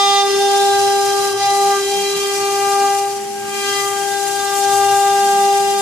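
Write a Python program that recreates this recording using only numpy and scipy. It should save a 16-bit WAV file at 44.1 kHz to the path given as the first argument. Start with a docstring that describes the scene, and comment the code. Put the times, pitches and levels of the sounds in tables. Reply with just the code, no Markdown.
"""In a workshop, a CNC router carves a wooden panel, heard close up through two microphone ports.
The two-edged bit turns about 400 times a second: steady tones and blurred overtones sit at multiples of that rate.
Noise bursts once a turn are torn fibres and dust; corners add a rough chatter, clean slices a purer buzz.
The cut swells and eases, and thins out while the bit is lifted.
Whistles are narrow wavering bands, steppers gliding tones, gantry and air coloured noise underneath."""
import sys
import numpy as np
from scipy import signal
from scipy.fft import rfft, irfft, next_fast_len
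from scipy.io import wavfile

SR = 44100
rng = np.random.default_rng(int(sys.argv[2]) if len(sys.argv) > 2 else 0)


def store_wav(level_fs):
    """Save 16-bit WAV to argv[1]."""
    pcm = np.round(np.clip(np.atleast_2d(level_fs), -1, 1) * 32767)
    wavfile.write(sys.argv[1], SR, pcm.T.astype(np.int16))


N = 256219

# base speed of the spindle, turns per second
SPINDLE_HZ = 399.05
# how the ports face the work, for noise and buzz: f/Hz, left minus right/dB
PORT_FACING = [(300, 3), (2500, 2.5), (4300, 2), (5600, -3.5), (7000, -1), (8300, 6), (10000, 11),
               (14000, 13)]


def undb(db):
    """Decibels to amplitude gain."""
    return 10 ** (np.asarray(db) / 20)


def unit(x):
    """Scale to rms 1."""
    return x / np.sqrt(np.mean(np.abs(x) ** 2))


def curves(table):
    """Each column of a timed table, sample by sample."""
    s, *columns = np.transpose(table)
    return [np.interp(np.arange(N) / SR, s, column) for column in columns]


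def over_hz(points):
    """A spectrum table spread over the frequency bins, straight on a log-frequency scale."""
    hz, value = np.transpose(points)
    bins_hz = np.fft.rfftfreq(N, 1 / SR)
    return np.interp(np.log(bins_hz + 1), np.log(hz), value)


def pan(db):
    """Left and right gains, of mean 1, for a left-minus-right level difference."""
    gains = undb(np.array([db, -db]) / 2)
    return gains / gains.mean(axis=0)


def turn(hz):
    """Angle in radians reached at a changing rate."""
    return 2 * np.pi * np.cumsum(hz) / SR


def stretch(start, end, fade_s=0.072):
    """A weight of up to 1 between two times, passing one half at each of them as it fades."""
    t = np.arange(N) / SR
    return np.clip(np.minimum(t - start, end - t) / fade_s + .5, 0, 1)


def flutter(width_hz, limit_hz):
    """Complex random motion of rms 1, strongest below width_hz and falling steeply above limit_hz."""
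    step = 32  # samples between the slow random points
    size = next_fast_len(N // step)
    hz = np.fft.fftfreq(size, step / SR)
    shape = 1 / np.sqrt((1 + (hz / width_hz) ** 2) * (1 + (hz / limit_hz) ** 4))
    grain = rng.standard_normal(size) + 1j * rng.standard_normal(size)
    slow = unit(np.fft.ifft(shape * grain))
    return np.interp(np.arange(N) / step, np.arange(size), slow)


def gusts(depth_db):
    """Quick small swells of level, random in decibels."""
    return undb(depth_db * flutter(width_hz=14, limit_hz=35).real)


def noise(spectrum, drive=1):
    """Coloured noise at both ports, partly alike, its strength following drive; the mono sum has rms 1."""
    # likeness of the noise at the two ports: f/Hz, correlation
    port_likeness = [(25, 0.39), (100, 0.98), (800, 0.52), (2000, 0.11), (4500, 0.14), (9000, 0.16)]
    mid, side = rfft(rng.standard_normal((2, N)) * drive)
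    alike = over_hz(port_likeness)
    pair = mid * np.sqrt(1 + alike) + np.array([[1], [-1]]) * side * np.sqrt(1 - alike)
    out = irfft(pair * undb(over_hz(spectrum)) * pan(over_hz(PORT_FACING)), N)
    return out / out.mean(axis=0).std()


def tone(angle, db, pan_db, lead, rough):
    """One sine line, randomly shaken by rough; its phase at the left port is lead radians ahead."""
    shake = 1 + rough * flutter(width_hz=6.6, limit_hz=99)
    ports = np.exp(.5j * lead * np.array([[1], [-1]]))
    return np.sqrt(2) * undb(db) * pan(pan_db) * np.imag(ports * shake * np.exp(1j * angle))


def slices():
    """Clean slices make the buzz flare up and change the dust: buzz gained and dust lost, in dB."""
    # clean slices: from t/s, to t/s, fade t/s, buzz gained/dB, dust lost/dB (negative: more dust)
    clean_cuts = [(-.2, 0.228, 0.024, 7.5, 1), (1.407, 1.488, 0.095, 7, 26), (3.501, 3.865, 0.12, 8.5, -1)]
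    gained_db, lost_db = 0, 0
    for start, end, fade_s, buzz_db, dust_db in clean_cuts:
        weight = stretch(start, end, fade_s)
        gained_db = gained_db + buzz_db * weight
        lost_db = lost_db + dust_db * weight
    return gained_db, lost_db


def corners():
    """In corners the edges lose their grip: corner weight, bite lost in dB, chatter gain, cut lost in dB."""
    # tight corners: from t/s, to t/s, bite lost/dB, relative chatter level/dB,
    # buzz, rasp and dust lost/dB (negative: gained)
    tight_turns = [(.27, 0.384, 13, -37, -0.5), (1.305, 1.39, 10, -32, 4), (1.757, 1.89, 16, -44, 0.5)]
    weights = np.array([stretch(start, end, fade_s=0.063) for start, end, *_ in tight_turns])
    _, _, bite_db, chatter_db, cut_db = np.transpose(tight_turns)
    return weights.sum(axis=0), bite_db @ weights, undb(chatter_db) @ weights, cut_db @ weights


def whine(angle, tearing, slip_db):
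    """The panel radiates the four lowest multiples of the speed as strong tones, steadiest in a clean slice."""
    # once-a-turn push of the off-centre bit: t/s, relative level/dB
    runout = [(0.0, -25), (0.21, -23.5), (0.31, -17.5), (1.36, -21.5), (1.47, -34.5), (1.52, -23.5),
              (1.6, -20.5), (2.81, -22.5), (3.37, -30), (3.69, -25), (4.5, -27.5), (4.69, -23),
              (5.57, -21.5), (5.81, -22)]
    # how hard both cutting edges bite, twice a turn: t/s, relative level/dB
    bite = [(0, -15.5), (.88, -16), (1.25, -21.5), (1.47, -14.5), (1.56, -16), (1.69, -14), (1.98, -22.5),
            (2.18, -35), (2.45, -23), (2.85, -15), (3.03, -19), (3.2, -28), (3.72, -28), (4.07, -21.5),
            (4.47, -22.5), (4.8, -14), (5.5, -14), (5.81, -19.5)]
    # the panel's answer at three times the speed: t/s, relative level/dB
    third_answer = [(0.0, -20.5), (0.18, -23.5), (0.37, -35), (1.28, -29.5), (1.33, -36), (1.76, -25),
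                    (1.89, -48), (2.26, -32), (2.85, -26), (3.4, -59), (3.43, -42), (3.83, -26),
                    (4.14, -43.5), (4.55, -27.5), (4.63, -39), (4.74, -27), (5.73, -37), (5.81, -30)]
    # and at four times the speed: t/s, relative level/dB
    fourth_answer = [(0.0, -39.5), (0.76, -28.5), (1.62, -40), (1.78, -27), (1.83, -41), (2.22, -41),
                     (2.8, -31), (3.23, -50), (3.72, -28), (3.82, -40), (3.98, -32), (5.28, -30),
                     (5.5, -39.5), (5.81, -31.5)]
    # standing waves shift as the gantry travels: t/s, first tone left minus right/dB,
    # its lead at the left port/rad, second tone left minus right/dB
    standing_waves = [(0, 1.5, -0.74, -3), (1.2, 4, -0.97, 0.5), (1.7, 1.5, -0.5, 0.5), (2.2, .5, -.7, 8),
                      (2.85, -2.5, -.2, 4), (3.35, 0, 1.54, 3), (3.75, 1.5, 0.62, 3.5),
                      (4.25, 8.5, 0.58, 9.5), (4.7, 4, -0.13, 6), (5.35, 0, -0.23, 1), (5.81, -3, -0.99, 5)]
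    first_pan, first_lead, second_pan = curves(standing_waves)
    third_pan = 2.4 + 6.8 * flutter(width_hz=2.0, limit_hz=7).real
    first, second, third, fourth = (k * angle + rng.uniform(0, 2 * np.pi) for k in range(1, 5))
    # the added decibels trim each tone as a whole
    out = tone(first, curves(runout)[0] + 0.9, first_pan, first_lead, rough=0.078 * tearing)
    out += tone(second, curves(bite)[0] - slip_db + 0.32, second_pan, 0.34, rough=0.078 * tearing)
    out += tone(third, curves(third_answer)[0] + 1.54, third_pan, -0.87, rough=0.32 * tearing)
    out += tone(fourth, curves(fourth_answer)[0] + 0.6, np.array([-1.5]), 0.34, rough=0.4 * tearing)
    return out


def singing_db(hz, width_hz=170):
    """How much the panel resonances under the bit lift an overtone, in dB."""
    # resonances that sing while the bit passes over them: from t/s, to t/s, f/Hz, lift at centre/dB
    resonances = [(-.2, 0.28, 3590, 13.5), (.3, 0.75, 3590, 10), (.25, 1.45, 5190, 5.5),
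                  (.55, 2.2, 3990, 7.5), (.4, 1.39, 3190, 4), (1.42, 1.8, 1995, 6), (1.75, 2.35, 3190, 7),
                  (1.9, 3.1, 2395, 7), (3.35, 3.67, 2395, 11.5), (3.48, 4.1, 3190, 7),
                  (3.74, 3.95, 1995, 7), (4.0, 6, 3590, 7), (4.7, 6.2, 2790, 4)]
    out = np.zeros(N)
    for start, end, centre, db in resonances:
        if abs(hz - centre) < 2 * width_hz:
            out += db * stretch(start, end) * np.exp(-((hz - centre) / width_hz) ** 2)
    return out


def buzz(angle, buzz_db, tearing, rough=0.084, wander=0.26, spread=0.93, blur_hz=18, reach_hz=95, lead=1.0):
    """No two bites are alike, so high overtones blur, the more as wood tears; they share out the buzz power."""
    # overtones of the buzz: multiple of the speed, relative level/dB
    overtones = [(5, 3), (6, -1.5), (7, 2.5), (8, 2.5), (9, -2), (10, 0), (11, 1), (12, 1.5), (13, 0),
                 (14, -2), (15, -1), (16, -0.5), (17, -3.5), (18, -8.5), (19, -10), (20, -7.5)]
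    out, power = np.zeros((2, N)), 0
    side = np.array([[1], [-1]])
    for k, db in overtones:
        sung_db = singing_db(k * SPINDLE_HZ)
        gain = undb(db + sung_db)
        # a singing resonance evens out its overtone: half a dB of blur lost per dB gained
        blur = rough * k * tearing * undb(-0.5 * sung_db)
        carrier = np.exp(1j * (k * angle + rng.uniform(0, 2 * np.pi))) / np.sqrt(1 + blur ** 2)
        common = 1 + wander * tearing * flutter(width_hz=9.0, limit_hz=24) + blur * flutter(blur_hz, reach_hz)
        # reflections from the machine bed add at one port and subtract at the other
        reflected = spread * (.5 * flutter(width_hz=0.54, limit_hz=0.9) + blur * flutter(blur_hz, reach_hz))
        # neighbouring overtones lead in phase at opposite ports
        facing_db = np.interp([k * SPINDLE_HZ], *np.transpose(PORT_FACING))
        ports = pan(facing_db) * np.exp(.5j * lead * side * (-1) ** k)
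        out += gain * np.imag(ports * (common + side * reflected) * carrier)
        power = power + gain ** 2
    return out / np.sqrt(power) * undb(buzz_db + 5.5)


def repeated(x):
    """A copy one turn late is mixed in, thinning the noise between the overtones."""
    hz = np.fft.rfftfreq(N, 1 / SR)
    share = 0.39 / (1 + (hz / 4560) ** 4)  # the copy's share fades above 4560 Hz
    one_turn_late = np.exp(-2j * np.pi * hz / SPINDLE_HZ)
    return irfft(rfft(x) * (1 + share * one_turn_late) / np.sqrt(1 + share ** 2), N)


def chips(angle, rasp_db, dust_db, rasp_depth=0.29, dust_depth=0.052, sharp=0.97):
    """Fibres tear in a burst on each turn; the dust thrown off hisses more evenly."""
    # spectrum of tearing fibres: f/Hz, relative level/dB
    rasp_spectrum = [(250, -16), (400, -39), (560, -5), (1000, -10.5), (1800, -12), (2700, -3.5),
                     (3400, -9), (4150, -5.5), (4600, -2), (6200, 0.5), (7800, -8), (9500, -5.5),
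                     (14000, -19)]
    # spectrum of flying dust: f/Hz, relative level/dB
    dust_spectrum = [(3000, -29), (4200, -38), (6500, 3.5), (7900, 6), (8550, 0.5), (9100, 0.5),
                     (10200, -1), (10700, -3), (11800, -5.5), (14200, -7.5)]
    burst = unit(np.exp(sharp * np.cos(angle)))
    burst = burst * undb(5.4 * flutter(width_hz=61, limit_hz=400).real)  # uneven strength
    rasp = noise(rasp_spectrum, 1 - rasp_depth + rasp_depth * burst)
    rasp = repeated(rasp) * gusts(depth_db=1.87)
    dust = noise(dust_spectrum, 1 - dust_depth + dust_depth * burst) * gusts(depth_db=2.0)
    return rasp * undb(rasp_db - 4.0) * pan(np.array([-.4])) + dust * undb(dust_db - 0.96)


def chatter(angle):
    """Uneven bites smear the three lowest multiples of the speed into a rough flutter."""
    out = 0
    for k, db in enumerate((-3, 0, -4), 1):
        smeared = flutter(width_hz=27, limit_hz=75) * np.exp(1j * k * angle)
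        out = out + undb(db) * np.imag(smeared)
    return out


def whistles():
    """Thin, breathy whistles of the spinning bit and collet: sines spread by random motion."""
    # whistles: from t/s, to t/s, f/Hz, width f/Hz, relative level/dB
    whistle_bands = [(-.3, 1.5, 8900, 130, -39), (-.3, 1.0, 10840, 100, -46), (1.8, 6.1, 10180, 120, -52),
                     (4.0, 5, 10100, 140, -49)]
    out = 0
    for start, end, hz, width_hz, db in whistle_bands:
        carrier = np.exp(1j * turn(np.full(N, hz)))
        band = np.imag(flutter(width_hz / 2, 2 * width_hz) * carrier)
        out = out + undb(db) * band * stretch(start, end, fade_s=0.2)
    return out * pan(np.array([11.0]))


def machine():
    """The gantry rumbles, air rushes round the collet and steppers set the frame humming at their step rates."""
    # gantry rumble: f/Hz, relative level/dB
    gantry_spectrum = [(25, -24), (45, -21), (62, -11), (92, -23), (116, 1), (140, -8), (165, 1), (183, -5),
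                       (205, -2), (240, -3), (400, -2), (600, -10), (3000, -7.5), (9000, -33)]
    # rush of air: f/Hz, relative level/dB
    air_spectrum = [(600, -7), (1500, 3), (2800, 9), (4000, -11), (7000, 0), (14000, -16)]
    # stepper moves: from t/s, to t/s, first step rate f/Hz, last step rate f/Hz, level/dB
    stepper_moves = [(.68, .92, 118, 117, -51), (1.315, 1.555, 113.6, 115, -48),
                     (1.934, 2.03, 192, 195, -42.5), (2.28, 2.56, 345, 341, -48),
                     (2.805, 2.917, 281, 279.4, -45), (3.02, 3.13, 112.2, 113, -58),
                     (3.154, 3.628, 214, 218.3, -45.5), (3.602, 3.803, 226, 292, -46),
                     (4.0, 4.417, 341, 339, -47.5), (4.422, 4.899, 327, 245, -49),
                     (4.681, 4.985, 114.3, 114.6, -47.5), (5.221, 5.483, 213, 198, -41.5),
                     (5.618, 5.9, 200.7, 204, -45)]
    out = noise(gantry_spectrum) * undb(-41) * gusts(depth_db=3.0)
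    out += noise(air_spectrum) * undb(-47)
    for start, end, first_hz, last_hz, db in stepper_moves:
        step_hz = curves([(start, first_hz), (end, last_hz)])[0]
        hum = tone(turn(step_hz), db, np.array([2.0]), lead=.1, rough=0.56)
        out += hum * stretch(start, end)
    return out


def scene():
    """One spindle angle drives whine, buzz, chatter and chip bursts; slices, corners and the lift set levels."""
    # slow drift of the cut along the groove: t/s, buzz of the edges, relative level/dB,
    # rasp of tearing fibres, relative level/dB, hiss of flying dust, relative level/dB
    cut_drift = [(0, -28.5, -34, -33), (.33, -28, -26, -40), (.55, -28, -25.5, -32.5),
                 (1.25, -32, -24.5, -32), (2.15, -28.5, -25, -31.5), (2.85, -32.5, -27, -30),
                 (4.05, -34.5, -29, -30.5), (4.75, -31, -27.5, -27.5), (5.81, -32, -28.5, -30.5)]
    # the bit lifts clear of the wood between two grooves
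    lifted = stretch(3.08, 3.53, fade_s=0.36)
    cornering, slip_db, shudder, cut_lost_db = corners()
    flare_db, dust_lost_db = slices()
    # the spindle runs a little faster when free or slicing cleanly, slower in a corner (Hz)
    speed_hz = SPINDLE_HZ + 0.702 * lifted + 0.05 * flare_db - 2.4 * cornering
    angle = turn(speed_hz)
    buzz_db, rasp_db, dust_db = np.array(curves(cut_drift)) - cut_lost_db
    # decibels lost while lifted: buzz 13, rasp 6.5, dust 9.5
    buzz_db = buzz_db + flare_db - 13 * lifted
    rasp_db = rasp_db - 6.5 * lifted
    dust_db = dust_db - dust_lost_db - 9.5 * lifted
    # a clean slice sings purely; where the rasp takes over, the bites grow uneven
    tearing = undb(0.52 * np.minimum(rasp_db - buzz_db, 1))
    cut = buzz(angle, buzz_db, tearing) + chips(angle, rasp_db, dust_db)
    # some chatter always follows the rasp; corners add more
    cut += chatter(angle) * (shudder + undb(rasp_db - 13))
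    return whine(angle, tearing, slip_db) + cut + whistles() + machine()


def record(dry):
    """The recorder cuts the top steeply above 14250 Hz with an elliptic low-pass."""
    low_pass = signal.ellip(12, .2, 80, 14250, fs=SR, output="sos")
    return signal.sosfilt(low_pass, dry)


dry = scene()
out = record(dry)
store_wav(out)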